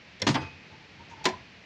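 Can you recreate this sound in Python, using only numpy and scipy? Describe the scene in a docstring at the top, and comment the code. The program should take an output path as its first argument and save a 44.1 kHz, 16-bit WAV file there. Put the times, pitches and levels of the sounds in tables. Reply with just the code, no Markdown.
"""A small workshop, where a steel tool chest drawer is opened. Its catch clicks, and the drawer jerks
free with two clunks that shake the cabinet and set loose tools ringing. It rumbles out on its slides
and clacks against the end stop. Each blow rings the steel as a few clear modes over a wash of decaying
noise bands. A short room echo follows, and under it all lie the room's steady hiss and hum."""
import sys
import numpy as np
from scipy import signal
from scipy.fft import rfft, irfft, next_fast_len
from scipy.io import wavfile

SR = 44100
rng = np.random.default_rng(int(sys.argv[2]) if len(sys.argv) > 2 else 0)


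def dump_mix(stems):
    """Bounce the given channels to the path in sys.argv[1] as a 16-bit WAV at rate SR."""
    frames = np.atleast_2d(stems).T  # one column per channel
    limited = np.clip(frames, -1, 1)  # hard clip at full scale
    pcm = np.round(limited * 32767).astype(np.int16)
    wavfile.write(sys.argv[1], SR, pcm)


N = 72765


def amp(db):
    """Decibels to gain."""
    return 10 ** (np.asarray(db) / 20)


def unit_rms(x):
    """Scales a signal to rms 1."""
    return x / np.sqrt(np.mean(x ** 2) + 1e-20)


def curve_at(points, hz):
    """Reads a curve of (f, value) points on a log frequency axis."""
    freqs, values = np.transpose(points)
    return np.interp(np.log(hz + 1), np.log(freqs + 1), values)


def equalise(x, gain_at):
    """Zero-phase EQ from a function of frequency."""
    size = next_fast_len(N + SR // 4)
    return irfft(rfft(x, size) * gain_at(np.fft.rfftfreq(size, 1 / SR)), size)[..., :N]


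def noise(colour):
    """Coloured noise of rms 1."""
    return unit_rms(equalise(rng.standard_normal(N), lambda hz: amp(curve_at(colour, hz))))


def add(track, start, sound):
    """Mixes a sound into the track at a start time in seconds."""
    i = round(start * SR)
    track[i:i + len(sound)] += sound[:N - i]


def envelope(t, attack, t60):
    """A quick swell, then an even fall in dB."""
    return (1 - np.exp(-t / attack)) * np.exp(-np.log(1000) * t / t60)


def wash_bands(colour, decay, count=18):
    """Countless overlapping modes as steady noise bands: rows of f/Hz, t60/s, wave."""
    size = 3 * SR // 4
    hz = np.fft.rfftfreq(size, 1 / SR)
    wash = irfft(rfft(rng.standard_normal(size)) * amp(curve_at(colour, hz)), size)
    spectrum = rfft(unit_rms(wash))
    centres = np.geomspace(70, 14000, count)
    return [(centre, curve_at(decay, centre), irfft(spectrum * np.interp(hz, centres, solo), size))
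            for centre, solo in zip(centres, np.eye(count))]


def struck_steel(hits, colour, decay, modes, wash_db):
    """Every blow rings the steel anew with its own brightness; low notes swell more slowly."""
    swell_cycles, tilt_pivot_hz, tilt_top_hz = 0.52, 1000, 4960
    out = np.zeros(N)
    for start, hit_db, tilt, attack in hits:
        layers = [(hz, t60, amp(wash_db) * wave) for hz, t60, wave in wash_bands(colour, decay)]
        t = np.arange(len(layers[0][2])) / SR
        for hz, mode_db, t60 in modes:
            layers.append((hz, t60, amp(mode_db + rng.normal(0, 1)) * np.sin(2 * np.pi * hz * t)))
        for hz, t60, wave in layers:
            octaves = np.log2(min(hz, tilt_top_hz) / tilt_pivot_hz)
            ring = wave * envelope(t, attack + swell_cycles / hz, t60)
            add(out, start, amp(hit_db + tilt * octaves) * ring)
    return out


# The jolt and its two aftershocks: t/s, level/dB, tilt/(dB per octave), attack/s
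CABINET_HITS = [(.2665, -15.5, 0, .003), (.2845, -29.5, 3, 0.0027), (.3095, -36, 0.5, 0.0018)]
# Boomy tone of the cabinet's wash: f/Hz, level/dB
CABINET_COLOUR = [(30, -60), (70, -40), (115, -3), (290, -1), (480, -9), (700, -10), (1000, -5),
                  (1500, -11.5), (2800, -12), (4300, -12.5), (6000, -16), (7500, -26.5), (9500, -33.5),
                  (15000, -59)]
# Its tail, longest in the bass: f/Hz, t60/s
CABINET_DECAY = [(120, 0.35), (500, .16), (2000, .14), (5000, .12), (12000, .14)]
# Panel notes that stand out: f/Hz, level/dB re the hit, t60/s
CABINET_MODES = [(83, -27, 0.28), (113.8, -9.5, 0.36), (137.3, -7, 0.41), (164, -8.5, 0.3),
                 (233, -10, 0.23), (288.8, -0.5, 0.18), (360, -16.5, 0.37), (539.4, -18, 0.37),
                 (957, -9.5, 0.12), (1816, -8, 0.11), (2815, -18.5, 0.068), (3717, -24, .13),
                 (4240, -13, 0.1)]


def cabinet_clunk():
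    """The drawer breaks free and the cabinet's panels boom."""
    return struck_steel(CABINET_HITS, CABINET_COLOUR, CABINET_DECAY, CABINET_MODES, wash_db=-0.35)


# A touch, the main clack and two rebounds: t/s, level/dB, tilt/(dB per octave), attack/s
STOP_HITS = [(1.2402, -41.5, 6.5, 0.004), (1.2528, -15, 1, 0.0032), (1.2667, -31.5, 1.5, 0.0023),
             (1.285, -33, 1.1, 0.0016)]
# Hard, mid-forward tone of the drawer's wash: f/Hz, level/dB
DRAWER_COLOUR = [(35, -55), (90, -26), (170, -0.5), (350, 4.5), (600, -4), (1000, 3.5), (1200, -8.5),
                 (1900, 2), (2800, -1.5), (4100, -1.5), (5500, -4.5), (7300, -10.5), (9500, -15.5),
                 (15000, -29)]
# Its tail, tight on top: f/Hz, t60/s
DRAWER_DECAY = [(200, 0.18), (800, 0.17), (2500, 0.067), (6000, 0.055), (12000, 0.028)]
# The drawer's boxy notes: f/Hz, level/dB re the hit, t60/s
DRAWER_MODES = [(174, -8, .13), (212, -11, .11), (372, -5, .19), (662, -21, .3), (1012, -8.5, .125),
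                (1410, -15, .1), (2358, -19, .13), (3566, -16, .07), (4072, -15, .07)]


def end_stop_clack():
    """The extended drawer hits its stop and rebounds."""
    return struck_steel(STOP_HITS, DRAWER_COLOUR, DRAWER_DECAY, DRAWER_MODES, wash_db=0.0)


# A soft slide, then the snap: t/s, level/dB, tilt/(dB per octave), attack/s
CATCH_HITS = [(.197, -34, 0, 0.012), (.2178, -19.5, 1, 0.003)]
# Tone of the catch's wash, a thump under a crisp top: f/Hz, level/dB
CATCH_COLOUR = [(30, -53), (90, 7.5), (180, 0), (330, -7.5), (500, -2.5), (800, -14), (1300, -18.5),
                (1900, -3), (2800, -11.5), (3600, -1.5), (5800, 2.5), (7500, -6), (9500, -13), (15000, -39)]
# Its tail, just a tick in the treble: f/Hz, t60/s
CATCH_DECAY = [(200, 0.2), (1500, 0.12), (5000, 0.018), (12000, 0.026)]
# The catch's short pings: f/Hz, level/dB re the hit, t60/s
CATCH_MODES = [(510, -4, .075), (988, -15, .08), (1822, -13, .08), (2050, -9, .065), (3260, -9, .045),
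               (3456, -4, .045), (4115, -13, .05), (5450, -3, .022)]


def catch_click():
    """The catch slides and snaps open."""
    return struck_steel(CATCH_HITS, CATCH_COLOUR, CATCH_DECAY, CATCH_MODES, wash_db=2.0)


# A quick double knock: t/s, level/dB, tilt/(dB per octave), attack/s
DETENT_HITS = [(.342, -27.5, 3.5, 0.003), (.3515, -22.5, 0, 0.001)]
# Rounder tone of the detent's wash: f/Hz, level/dB
DETENT_COLOUR = [(70, -7), (300, 4.5), (500, -6.5), (700, -0.5), (1050, -1), (1500, -5.5), (2700, -8.5),
                 (4000, -14.5), (5800, -15.5), (7500, -29), (15000, -49)]
# Its tail: f/Hz, t60/s
DETENT_DECAY = [(150, 0.2), (800, .16), (2500, 0.12), (6000, 0.048), (12000, 0.07)]
# Panel notes that the detent rings: f/Hz, level/dB re the hit, t60/s
DETENT_MODES = [(612, -18.5, 0.17), (695.6, -8.5, 0.09), (879, -8.5, 0.34), (1052, -9, .13),
                (1194, -19, 0.3), (1474, -32, 0.2), (3410, -16.5, 0.15)]


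def detent_clunk():
    """The runners clear a detent with a lighter, midrange clunk."""
    return struck_steel(DETENT_HITS, DETENT_COLOUR, DETENT_DECAY, DETENT_MODES, wash_db=2.0)


# Three sharp cracks and one soft scuff: t/s, level/dB, attack/s, t60/s
EDGE_BURSTS = [(.2188, -50, .0005, 0.01), (0.3515, -37, 0.0011, 0.0091), (1.095, -47, 0.0116, 0.16),
               (1.2556, -13, 0.00037, .008)]
# Their upper-mid bite: f/Hz, level/dB
EDGE_COLOUR = [(200, -31.5), (1500, 9.5), (3500, -6), (6500, -1.5), (9000, -23), (15000, -30)]


def steel_edges():
    """Short unpitched bursts where bare steel meets steel."""
    out, t = np.zeros(N), np.arange(N) / SR
    for start, db, attack, t60 in EDGE_BURSTS:
        add(out, start, amp(db) * noise(EDGE_COLOUR) * envelope(t, attack, t60))
    return out


# Bumps along the rails: t/s, f/Hz, level/dB, half length/s
SLIDE_BUMPS = [(.74, 880, -54, .02), (.82, 880, -58, .02), (1.014, 931, -46, .015), (1.13, 928, -42, .015),
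               (1.162, 909, -51, .02), (1.19, 880, -50, .012), (1.217, 890, -47, .009),
               (1.249, 847, -30, .005), (1.343, 1001, -41, .008)]
# Fader ride of the rumble: t/s, level/dB
ROLL_LEVEL = [(.33, -94), (.42, -37), (.52, -56.5), (.6, -60), (.73, -53.5), (.86, -64.5), (1.01, -54),
              (1.11, -57.5), (1.2, -51), (1.38, -50), (1.5, -66)]
# Its bass-heavy tone: f/Hz, level/dB
ROLL_COLOUR = [(50, -19), (85, 12), (170, -2.5), (300, 0), (600, -9), (2500, -10.5), (6500, -26),
               (9000, -59), (15000, -53)]


def rolling_slides():
    """The bearings rumble, and each bump draws a short rough chirp from the rails."""
    waver_hz, roughness = 130, 0.35
    t = np.arange(N) / SR
    waver = unit_rms(equalise(rng.standard_normal((2, N)), lambda hz: np.exp(-(hz / waver_hz) ** 2)))
    grit = 1 + roughness * (waver[0] + 1j * waver[1])  # shakes both level and phase
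    chirps = np.zeros(N)
    for centre, hz, db, half_length in SLIDE_BUMPS:
        swell = np.exp(-((t - centre) / half_length) ** 2)
        rough_tone = np.real(grit * np.exp(2j * np.pi * hz * (t - centre)))
        chirps += amp(db) * swell * rough_tone
    rumble_gain = amp(np.interp(t, *np.transpose(ROLL_LEVEL), left=-120))
    return chirps + rumble_gain * noise(ROLL_COLOUR)


# High shimmer after the clunks: t/s, f/Hz, level/dB, attack/s, t60/s
TOOL_RINGS = [(.27, 6719, -38, .01, .22), (.285, 8327, -40, .025, .28), (.28, 9027, -50, .015, .18),
              (.28, 9393, -44, .02, .23), (.353, 4826, -45, .008, .3), (.353, 5054, -48, .008, .3),
              (.37, 2521, -36, .045, .62), (.37, 2590, -40, .05, .28)]


def loose_tools():
    """Jolted steel tools ring in thin, pure tones."""
    out, t = np.zeros(N), np.arange(SR) / SR
    for start, hz, db, attack, t60 in TOOL_RINGS:
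        add(out, start, amp(db) * np.sin(2 * np.pi * hz * t) * envelope(t, attack, t60))
    return out


# The room's tail, longest in the mids: f/Hz, t60/s
ROOM_DECAY = [(150, 0.19), (1000, 0.32), (4000, 0.23), (10000, 0.19)]


def room_echo(sound):
    """The workshop answers with a short diffuse echo."""
    bands = wash_bands(colour=[(1, 0)], decay=ROOM_DECAY)  # flat colour
    t = np.arange(len(bands[0][2])) / SR
    tail = sum(wave * envelope(t, attack=0.016, t60=t60) for _, t60, wave in bands)
    return signal.fftconvolve(sound, tail / np.linalg.norm(tail))[:N]


# Dark bed of room air: f/Hz, level/dB
AIR_COLOUR = [(25, 7), (55, -8.5), (85, -2.5), (115, -5), (170, -1.5), (250, -7.5), (400, -11.5),
              (800, -12.5), (1300, -16.5), (1900, -9.5), (2450, -8), (3200, -15), (4500, -17.5),
              (6000, -26), (7500, -37), (9000, -45), (11000, -48), (15500, -56)]


def room_tone():
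    """Steady noise, a low hum under a soft hiss."""
    return noise(AIR_COLOUR)


def scene():
    """The chest up close, with its echo and the room tone behind it, in mono."""
    echo_db, air_db = -17.5, -50
    chest = catch_click() + cabinet_clunk() + detent_clunk() + end_stop_clack()
    chest += rolling_slides() + steel_edges()
    mix = chest + amp(echo_db) * room_echo(chest) + loose_tools() + amp(air_db) * room_tone()
    return mix[None]


def record(dry):
    """A small microphone: no deep bass, a step down in the treble, nothing above its band limit."""
    low_cut_hz, top_hz = 57.4, 16000
    shelf_hz, shelf_width_hz, shelf_db = 7820, 160, -8.5
    thinned = signal.sosfilt(signal.butter(4, low_cut_hz, 'high', fs=SR, output='sos'), dry)
    shelf = lambda hz: amp(shelf_db * (1 + np.tanh((hz - shelf_hz) / shelf_width_hz)) / 2)
    return equalise(thinned, lambda hz: shelf(hz) * (hz < top_hz))


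dry = scene()
out = record(dry)
dump_mix(out)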